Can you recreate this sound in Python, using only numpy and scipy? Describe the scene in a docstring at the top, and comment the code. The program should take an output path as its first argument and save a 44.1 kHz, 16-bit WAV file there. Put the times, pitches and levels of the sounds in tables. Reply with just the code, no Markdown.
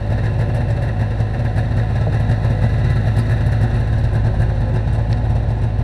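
"""A two-stroke snowmobile idles on snow, a sled's length from a body-worn camera, over a steady drone.
From the start every stroke pumps a soft chuff through the muffler and rattles metal; a thin whine comes and goes.
Only about one stroke in three fires, an uneven, loping putter: each firing thumps, rasps, claps and spits
at the pipe and shakes the engine and its panels. Clothing clicks and swishes, the sled's plastic shell knocks
once near 2 s, and a deep rumble swells near 4.3 s as the wearer steps into the sled."""
import sys
import numpy as np
from scipy import signal
from scipy.io import wavfile
from scipy.ndimage import uniform_filter1d

SR = 44100
rng = np.random.default_rng(int(sys.argv[2]) if len(sys.argv) > 2 else 0)


def wrap_up_sound(samples):
    """Save the sound to the file named by the first command line argument, as 16-bit audio."""
    columns = np.atleast_2d(samples).T
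    # keep every value between -1 and 1, then stretch to whole-number steps
    tamed = np.clip(columns, -1, 1)
    steps = np.round(tamed * 32767).astype(np.int16)
    wavfile.write(sys.argv[1], SR, steps)


N = 257103
TIME = np.arange(N) / SR  # seconds

# Colour of gas rushing out of the pipe: pitch_hz [Hz], level_db [dB]
RASP_COLOUR = [(120, -12.5), (190, -4), (225, 11), (265, -1.5), (320, -7), (420, -7), (510, 1), (620, 1.5),
               (760, 1), (900, -5), (1050, -11.5), (1200, -21), (2500, -29), (10000, -86.5)]


def amp(db):
    """Turn decibels into a plain multiplier."""
    return 10 ** (np.asarray(db) / 20)


def evened(x):
    """Scale a sound to an average (RMS) strength of one."""
    return x / np.sqrt(np.mean(x ** 2) + 1e-20)


def colour(x, points, size=8192):
    """Filter to a given spectrum without looking ahead: it rings after a blow, never before."""
    hz, db = np.transpose(points)
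    bin_hz = abs(np.fft.fftfreq(size, 1 / SR)) + 1
    log_gain = np.log(amp(np.interp(np.log(bin_hz), np.log(hz), db)))
    # this phase packs the filter's energy as early as it can be (minimum phase)
    taps = np.fft.ifft(np.exp(np.conj(signal.hilbert(log_gain)))).real
    fade = signal.windows.hann(size)[size // 2:]
    return signal.oaconvolve(x, taps[:size // 2] * fade)[:N]


def resonate(x, hz, width):
    """One resonance: a narrower width [Hz] rings longer."""
    r = np.exp(-np.pi * width / SR)
    return signal.lfilter([1, 0, -1], [1, -2 * r * np.cos(2 * np.pi * hz / SR), r * r], x)


def pulses(times, sizes):
    """Single pushes, each shared between two samples to land at its exact time."""
    at = times * SR
    inside = (at >= 0) & (at < N - 1)
    whole = at[inside].astype(int)
    part = at[inside] % 1
    out = np.zeros(N)
    out[whole] += sizes[inside] * (1 - part)
    out[whole + 1] += sizes[inside] * part
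    return out


def bursts(times, sizes, rise, decay):
    """An envelope that swells and dies after each push; rise and decay in seconds."""
    t = TIME[:SR // 4]
    shape = (1 - np.exp(-(t / rise) ** 2)) * np.exp(-t / decay)
    return signal.oaconvolve(pulses(times, sizes), shape / shape.max())[:N]


def uneven(times, spread_db):
    """A random size for each push, within bounds."""
    chance = np.clip(rng.standard_normal(len(times)), -1.7, 1.7)
    return amp(spread_db * chance)


def swell(middle, half):
    """A smooth rise and fall around a middle time; both in seconds."""
    return np.exp(-((TIME - middle) / half) ** 2)


def facing(share):
    """Gain as the camera turns to and from the engine; low sounds feel only a share of it."""
    # how openly the engine faces the moving camera: time_s [s], level_db [dB, before centring and share]
    openness = [(0, 2), (1.0, 1), (2.9, 5), (3.6, 4.5), (4.3, 1), (5.1, 0.5), (5.8, -1.5)]
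    db = np.interp(TIME, *np.transpose(openness))
    return amp(share * (db - db.mean()))


def hood(x, t60, wet_db):
    """Dense short echoes under the hood, falling 60 dB in t60 seconds."""
    t = TIME[:SR // 8]
    echoes = rng.standard_normal(len(t)) * amp(-60 * t / t60)
    return x + amp(wet_db) * signal.oaconvolve(x, echoes / np.linalg.norm(echoes))[:N]


def drone():
    """Blurred engine noise, and the rumble of the carried camera, swelling at the step into the sled."""
    # steady drone under the beats: pitch_hz [Hz], level_db [dB]
    drone_colour = [(8, -9), (22, -12.5), (75, -4.5), (120, -1.5), (165, -2), (195, -13.5), (300, -16.5),
                    (700, -24), (1200, -34.5), (2000, -36), (4000, -45), (6500, -61), (9500, -70),
                    (14000, -90.5)]
    # rumble of the carried camera: pitch_hz [Hz], level_db [dB]
    rumble_colour = [(6, -29), (20, -2), (40, -8.5), (70, 1), (130, -23), (400, -41), (3000, -100)]
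    carry_db, step_db = -40, -27
    steady = amp(-28.5) * evened(colour(rng.standard_normal(N), drone_colour))
    rumble = evened(colour(rng.standard_normal(N), rumble_colour))
    handling = amp(carry_db) + amp(step_db) * swell(middle=4.3, half=0.38)
    return steady + handling * rumble


def firings():
    """Times and sizes of thump, spit, rattle and clap: each putt fires once, or again on the next stroke."""
    # the putts: start_s [s], strength_db [dB], second firing against the first again_db [dB, -60 for none],
    # clap_db [dB], rattle_db [dB], spit_db [dB]
    putts = [(0.1009, -2.5, 1.0, 0.5, -2.0, -1.0), (0.1779, -3.0, -60.0, 2.0, 0.5, -3.0),
             (0.2357, 0.0, -0.5, 1.5, 5.5, 1.0), (0.3314, -3.0, -60.0, -1.5, -5.0, -6.0),
             (0.3904, 0.5, -0.5, 2.5, 3.5, 2.5), (0.4869, -1.5, -60.0, 0.0, -1.5, -4.0),
             (0.5459, 0.0, -6.0, 3.5, 1.5, 6.0), (0.6046, -1.5, -60.0, 1.0, 4.0, -4.0),
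             (0.6833, -3.5, 4.0, -2.5, -7.5, -1.0), (0.7624, -1.5, -60.0, -0.5, -2.0, -3.5),
             (0.8212, 0.0, -9.0, 2.0, 4.0, 4.0), (0.8785, -2.5, -60.0, -1.5, 4.5, -3.0),
             (0.9928, -1.0, 2.5, 1.5, 0.0, -0.5), (1.1056, -3.0, -60.0, 0.5, 0.5, -2.5),
             (1.1819, -6.0, 7.5, -4.5, -7.5, -3.5), (1.3344, -5.0, -60.0, 1.5, 3.0, -4.5),
             (1.3912, -0.5, -60.0, -3.0, -0.5, 0.5), (1.4474, -0.5, -60.0, 1.5, 5.0, 0.5),
             (1.5603, -1.0, 3.0, 1.5, 3.5, 2.5), (1.637, -6.0, -60.0, -2.0, -4.0, -5.0),
             (1.7093, -2.5, -60.0, 1.5, -5.0, -3.5), (1.7671, 0.5, -1.5, 0.0, 3.5, 2.5),
             (1.8977, -2.5, -60.0, -1.0, -5.0, -3.5), (1.9545, 0.5, -60.0, -0.5, 4.0, 2.0),
             (2.0102, -0.5, -60.0, 1.0, 2.5, 1.0), (2.123, -0.5, 1.0, 3.0, 2.0, -1.0),
             (2.1983, 0.5, -60.0, 1.5, -0.5, 1.5), (2.2942, 2.0, -1.5, 1.5, 4.0, 2.5),
             (2.4261, -4.0, 6.5, -3.0, -5.5, -5.0), (2.502, 0.5, -60.0, 0.5, 3.0, 1.5),
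             (2.617, 2.0, 1.0, 1.5, 1.0, 0.0), (2.6919, -6.5, -60.0, -4.5, -5.0, -6.0),
             (2.7296, -1.0, -60.0, -4.5, -1.5, -6.0), (2.7868, -2.0, -60.0, -4.5, -5.0, -1.0),
             (2.8443, 2.0, -60.0, -1.0, 4.5, 0.0), (2.9012, 2.5, -60.0, 0.5, 3.5, 2.5),
             (2.9574, 0.5, -60.0, -0.5, 3.0, -1.5), (3.0517, -0.5, 2.0, -2.5, -1.0, -5.0),
             (3.1651, 1.5, -0.5, 0.5, -1.0, 5.5), (3.2567, -6.5, -60.0, -4.5, -4.0, -6.0),
             (3.295, 0.0, 1.0, -1.5, -0.5, 0.0), (3.3682, -9.5, -60.0, -4.5, -5.0, -6.0),
             (3.4064, -1.0, -60.0, -3.0, -3.0, -3.0), (3.4627, 2.0, -60.0, 2.5, -4.5, 4.0),
             (3.5195, 0.0, -60.0, 0.0, 4.0, 4.0), (3.6117, 1.5, 0.5, -1.0, 0.5, 2.0),
             (3.7029, -10.0, -60.0, -4.5, -5.0, -6.0), (3.7421, 1.0, -5.5, 0.0, 2.0, 0.5),
             (3.7982, -1.5, -60.0, -1.5, -0.5, -1.5), (3.872, -4.0, -60.0, -1.0, -3.0, -3.0),
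             (3.926, -1.0, -60.0, -2.0, 2.0, 0.0), (3.9822, -1.0, -60.0, 0.5, -5.0, 2.5),
             (4.039, 0.5, -60.0, -2.0, 3.0, 4.0), (4.132, -1.0, 1.5, -1.5, 1.5, 1.0),
             (4.2457, 0.0, -0.5, 2.0, 3.0, 1.5), (4.341, -6.0, -60.0, 0.0, -2.0, -4.0),
             (4.3978, 1.0, -1.0, -0.5, 5.5, 3.5), (4.4915, -0.5, -60.0, 0.5, -1.0, -3.5),
             (4.5487, -7.0, -60.0, -4.5, -5.0, -6.0), (4.6057, -2.5, -60.0, -2.0, 3.5, -0.5),
             (4.6818, -3.5, -60.0, -1.5, -5.0, -6.0), (4.74, 0.0, -0.5, -0.5, 4.5, 1.5),
             (4.8725, -2.0, -60.0, 0.0, 3.0, -1.5), (4.9292, 0.5, -6.0, -1.0, -0.5, 4.5),
             (4.9842, -2.0, -60.0, 0.0, 2.0, -2.5), (5.0957, 0.0, 0.5, 0.0, 1.5, 1.5),
             (5.17, -5.0, -60.0, -1.0, -2.0, -2.0), (5.2423, -3.0, -60.0, 0.0, 0.0, -1.0),
             (5.2983, 1.0, -60.0, 1.0, 2.0, 3.0), (5.354, 0.0, -60.0, 2.0, 5.0, 3.0),
             (5.4275, -3.5, -60.0, -4.5, -5.0, -6.0), (5.4842, -0.5, -1.0, 0.0, -1.0, 0.5),
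             (5.5776, -10.0, -60.0, -4.5, -5.0, -6.0), (5.6169, -3.0, 4.0, -1.0, -1.0, -1.0),
             (5.7871, 1.0, -60.0, 3.0, -0.5, 1.5)]
    second_after_s = 0.019
    rows = []
    for s, db, again_db, clap_db, rattle_db, spit_db in putts:
        sizes = amp([db, spit_db, rattle_db, clap_db])
        rows.append((s, *sizes))
        rows.append((s + second_after_s, *(sizes * amp(again_db))))
    return np.transpose(rows)


def strokes(fired, count=6):
    """A whole number of strokes fits between two firings; the crank runs on before and after."""
    strokes_per_s = 52.7
    number = np.r_[0, np.cumsum(np.round(np.diff(fired) * strokes_per_s))]
    between = np.interp(np.arange(number[-1] + 1), number, fired)
    spare = np.arange(1, count + 1) / strokes_per_s
    return np.r_[fired[0] - spare[::-1], between, fired[-1] + spare]


def exhaust(fired, force, turns):
    """Pressure at the pipe: a thump per firing, and a chuff about half a stroke later, firing or not."""
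    # the muffler's answer to a firing: pitch_hz [Hz], level_db [dB]
    thump_colour = [(8, -39.5), (25, -5), (50, 5.5), (60, 10.5), (80, 20), (97, 15), (118, 25.5), (146, 12),
                    (168, -0.5), (192, -31), (215, 3), (238, 4), (260, -12.5), (320, -12), (362, -7.5),
                    (420, -22.5), (580, -11), (1000, -41.5), (4000, -99)]
    # the muffler's answer to a plain stroke: pitch_hz [Hz], level_db [dB]
    chuff_colour = [(20, -5), (53, 3), (106, 8), (160, -7), (190, -14), (212, -7.5), (265, -17), (360, -17),
                    (450, -26), (580, -22), (1000, -35), (4000, -90)]
    thump = -colour(pulses(fired - 0.0008, force), thump_colour)
    opens = turns + 0.0088 + 0.00012 * rng.standard_normal(len(turns))  # seconds, slightly irregular
    chuff = colour(pulses(opens, np.ones(len(opens))), chuff_colour)
    thumping = amp(-18.5) * evened(thump) * facing(share=0.3)
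    chuffing = amp(-20.0) * evened(chuff) * facing(share=0.65)
    return thumping + chuffing


def nearer(pressure):
    """The deepest part of the exhaust grows a little as the camera moves."""
    # level of the deep bass: time_s [s], level_db [dB]
    bass_level = [(0, 0.5), (3.3, -0.3), (4.3, 4), (5.8, 4.5)]
    bass = signal.sosfiltfilt(signal.butter(3, 80, fs=SR, output="sos"), pressure)
    gain = amp(np.interp(TIME, *np.transpose(bass_level)))
    return pressure + (gain - 1) * bass


def rasp(pressure):
    """Gas turns turbulent on each outward swing of the pressure wave."""
    flow = 2.1 + np.maximum(-evened(pressure), 0)  # outward is negative
    return amp(-36.5) * evened(colour(flow * rng.standard_normal(N), RASP_COLOUR))


def blows(fired, force, turns):
    """The pistons knock nearly alike at every stroke, and hard just after a firing."""
    hard = pulses(fired + 0.00205, force)
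    plain = pulses(turns + 0.011, uneven(turns, spread_db=1.5))
    return evened(hard + 0.56 * plain)


def bark(knock):
    """Every blow sets off the same short echoes in the pipe and hood."""
    return amp(-41.0) * evened(colour(hood(knock, t60=0.075, wet_db=10), RASP_COLOUR))


def spit(fired, size):
    """Each firing hisses briefly with a weaker tail, over a steady leak; some are brighter than others."""
    # colour of the spit: pitch_hz [Hz], level_db [dB]
    spit_colour = [(1500, -12), (4000, 2), (5000, 0), (5800, -1), (6600, -10), (7800, -4), (9600, -3.5),
                   (11000, -9.5), (12000, -14.5), (12800, -12), (14200, -22.5), (15200, -23)]
    split_hz = 7500  # border between the dull and the bright part
    leak = 0.31  # steady hiss between firings, as a share of a firing's spit
    out = np.zeros(N)
    bright = uneven(fired, spread_db=1.8)
    for part, side in ((size / bright, "lowpass"), (size * bright, "highpass")):
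        jet = bursts(fired - 0.004, part, rise=0.0047, decay=0.013)
        tail = bursts(fired, part, rise=0.0091, decay=0.026)
        band = signal.butter(4, split_hz, side, fs=SR, output="sos")
        noise = signal.sosfilt(band, rng.standard_normal(N))
        out += np.hypot(jet + 0.04 * tail, leak) * noise
    return amp(-55.5) * evened(colour(out, spit_colour))


def shaded(hiss):
    """The top treble comes and goes as the camera turns."""
    # level of the spit's top treble: time_s [s], level_db [dB]
    treble_level = [(0, 2), (1.6, -0.5), (2.4, 1), (3.3, 4.5), (4.3, -1), (5.8, -8)]
    top = signal.oaconvolve(hiss, signal.firwin(31, 10500, pass_zero=False, fs=SR), "same")
    gain = amp(np.interp(TIME, *np.transpose(treble_level)))
    return hiss + (gain - 1) * top


def shaking(fired, rattle, turns):
    """Loose metal chatters about every half stroke, and harder around a firing."""
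    cylinder = 1 + 0.31 * (-1) ** np.arange(len(turns))  # one cylinder slaps harder than the other
    slap_size = cylinder * uneven(turns, spread_db=5.5)
    slap = bursts(turns + 0.00019, slap_size, rise=0.00029, decay=0.0078)
    back_size = cylinder * uneven(turns, spread_db=2.0)
    back = bursts(turns + 0.011, back_size, rise=0.0008, decay=0.002)
    jolt = bursts(fired - 0.005, rattle, rise=0.011, decay=0.018)
    return evened(rng.standard_normal(N) * (4 + slap + 2.8 * back) * (2.05 + jolt))


def clatter(shake):
    """The chatter heard through the casing, with echoes under the hood."""
    # colour of the engine's casing: pitch_hz [Hz], level_db [dB]
    casing_colour = [(700, -27.5), (1200, -11), (1380, -3.5), (1480, -2.5), (1680, 3.5), (1950, -1),
                     (2200, -12), (2450, -11.5), (2730, -7), (3020, -20.5), (3300, -18), (3700, -8.5),
                     (4300, -13), (5000, -28.5), (5700, -19.5), (6600, -30.5), (9500, -30.5), (14000, -73)]
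    return amp(-40.3) * evened(hood(colour(shake, casing_colour), t60=0.09, wet_db=-8))


def ring(fired, rattle, turns):
    """Rough casing resonances flare late in each stroke and at firings, each best from its own direction."""
    # flaring rings of the casing: pitch_hz [Hz], width_hz [Hz], level_db [dB], loudest_s [s], half_length_s [s]
    casing_rings = [(1740, 380, -41.8, .7, 2.0), (1810, 280, -41.5, 3.2, .75), (1590, 130, -44.5, 4.3, .5)]
    early = bursts(fired - 0.003, rattle, rise=0.003, decay=0.018)
    late = bursts(fired + 0.011, rattle, rise=0.001, decay=0.004)
    plain = bursts(turns + 0.013, uneven(turns, spread_db=2), rise=0.001, decay=0.004)
    flare = 0.15 + early + 1.1 * late + 0.6 * plain
    out = np.zeros(N)
    for hz, width, db, s, half in casing_rings:
        rough = flare * rng.standard_normal(N)
        tone = evened(resonate(resonate(rough, hz, width), hz, width))
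        out += amp(db) * swell(s, half) * tone
    return out


def panels(shake, knock):
    """Chatter and blows keep panels and pipe ringing, their levels shifting as the camera passes each one."""
    # ringing panels and pipe: pitch_hz [Hz], width_hz [Hz], level_db [dB, against each other],
    # pass_s [s, camera passes the panel's own direction], extra_db [dB, added there; minus is quieter]
    ringing_parts = [(239.5, 5.2, 7, 0.54, -4), (364.4, 13.2, -1, 4.1, 5), (487, 48, -0.5, 0.92, 5),
                     (569, 33, 0.5, 0.25, 7), (730.8, 18, 0, 0.96, 1), (854.5, 56, -5, 5.08, 7),
                     (1017, 31, -6, 0.71, 1), (1315, 70, -11, 3.3, 3), (1511, 19, -18, 4.3, 10.5),
                     (1790, 93, -22, 6.9, 0), (1980, 16, -16, 2.9, 10), (2690, 160, -17.5, 0.75, 10.5),
                     (3960, 77, -27, 3.2, 8), (3840, 260, -21.5, 2.5, 8)]
    drive = shake + 0.33 * knock
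    out = np.zeros(N)
    for hz, width, db, s, extra_db in ringing_parts:
        tone = evened(resonate(resonate(drive, hz, width), hz, width))
        tone = tone * amp(db + extra_db * swell(s, half=1))
        # higher parts are shaded more as the camera turns
        out += tone * facing(share=1.65 if hz > 1200 else 0.11)
    return amp(-44.0) * out


def whine():
    """A thin tone swells and sags in pitch, again and again."""
    # swells of the whine: start_s [s], length_s [s], level_db [dB], first_hz [Hz], last_hz [Hz]
    whine_swells = [(.05, .85, -40.5, 572, 566), (2.42, .3, -39.5, 545, 490), (4.26, .17, -40, 531, 515),
                    (4.41, .22, -38, 536, 521), (4.59, .18, -35.5, 531, 513), (4.74, .16, -40, 539, 517)]
    out = np.zeros(N)
    for s, length, db, first_hz, last_hz in whine_swells:
        along = np.clip((TIME - s) / length, 0, 1)
        waver = evened(uniform_filter1d(rng.standard_normal(N), size=1200))
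        hz = first_hz + (last_hz - first_hz) * along + 4 * waver
        tone = evened(np.sin(2 * np.pi * (np.cumsum(hz) / SR + rng.random())))
        out += amp(db) * np.sqrt(4 * along * (1 - along)) * tone
    return out


def claps(fired, size):
    """Each firing claps in the pipe and echoes there: a hard pop with a short gust behind it."""
    # claps of one firing: delay_s [s after it fires], level_db [dB]
    clap_echoes = [(.001, 0), (.0052, -3), (.0102, -3), (.0168, -3), (.0194, -1), (.026, -4)]
    pops, gusts = np.zeros(N), np.zeros(N)
    for delay, db in clap_echoes:
        pops += pulses(fired + delay, size * amp(db))
        gusts += bursts(fired + delay, size * amp(db), rise=0.00071, decay=0.0015)
    hard = amp(-39.5) * evened(colour(pops, RASP_COLOUR))
    breathy = amp(-38.5) * evened(colour(gusts * rng.standard_normal(N), RASP_COLOUR))
    return hard + breathy


def clothing():
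    """Brief narrow puffs of noise from nylon and buckles."""
    # clicks and swishes: start_s [s], level_db [dB], pitch_hz [Hz], width_hz [Hz], decay_s [s]
    puffs = [(.546, -52, 9100, 3000, 0.0061), (.703, -53, 7700, 1500, 0.008),
             (3.188, -38.5, 9500, 1000, 0.0047), (3.192, -42.5, 4600, 860, 0.011),
             (5.1288, -26.5, 4400, 1200, 0.0009), (5.1288, -28, 1900, 900, 0.0007),
             (5.1305, -35, 3400, 1000, 0.0016)]
    out = np.zeros(N)
    for s, db, hz, width, decay in puffs:
        noise = evened(resonate(resonate(rng.standard_normal(N), hz, width), hz, width))
        out += noise * bursts(np.array([s]), amp([db]), rise=decay / 2, decay=decay)
    return out


def sled():
    """A hollow knock sets the plastic shell ringing in several fading tones."""
    # tones of the shell: pitch_hz [Hz], level_db [dB, against each other], t60_s [s to fall 60 dB]
    shell_tones = [(146, 6.5, 0.16), (283, -13, 0.4), (469, -0.5, 0.094), (622, -1, 0.12),
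                   (680, 7.5, 0.037), (780, 1, 0.035)]
    # knocks on the shell: start_s [s], level_db [dB]
    shell_knocks = [(2.068, -17.5)]
    s, db = np.transpose(shell_knocks)
    t = TIME[:SR // 4]
    shell = sum(amp(level - 60 * t / t60) * np.sin(2 * np.pi * hz * t) for hz, level, t60 in shell_tones)
    soft_start = 1 - np.exp(-t / 0.0024)
    return signal.oaconvolve(pulses(s, amp(db)), shell * soft_start)[:N]


def scene():
    """The idling engine, with the small sounds of boarding the sled."""
    fired, force, jet, rattle, clap = firings()
    turns = strokes(fired)
    pressure = exhaust(fired, force, turns)
    knock = blows(fired, force, turns)
    rough = (rasp(pressure) + bark(knock) + claps(fired, clap)) * facing(share=0.33)
    hiss = shaded(spit(fired, jet)) * facing(share=0.56)
    pipe = nearer(pressure) + rough + hiss
    # casing and panels follow the same beat, but each has its own loose parts
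    casing = clatter(shaking(fired, rattle, turns)) * facing(share=1.0) + ring(fired, rattle, turns)
    metal = casing + panels(shaking(fired, rattle, turns), knock)
    return (pipe + metal + whine() + drone() + sled() + clothing())[None]


def record(dry):
    """The microphone passes no steady pressure; then the sound is cut above its top edge."""
    edge_hz = 15200
    sound = signal.lfilter(*signal.butter(1, 5, "highpass", fs=SR), dry)
    low_pass = signal.firwin(511, edge_hz, window=("kaiser", 9), fs=SR)
    return signal.oaconvolve(sound, low_pass[None], "same")


dry = scene()
out = record(dry)
wrap_up_sound(out)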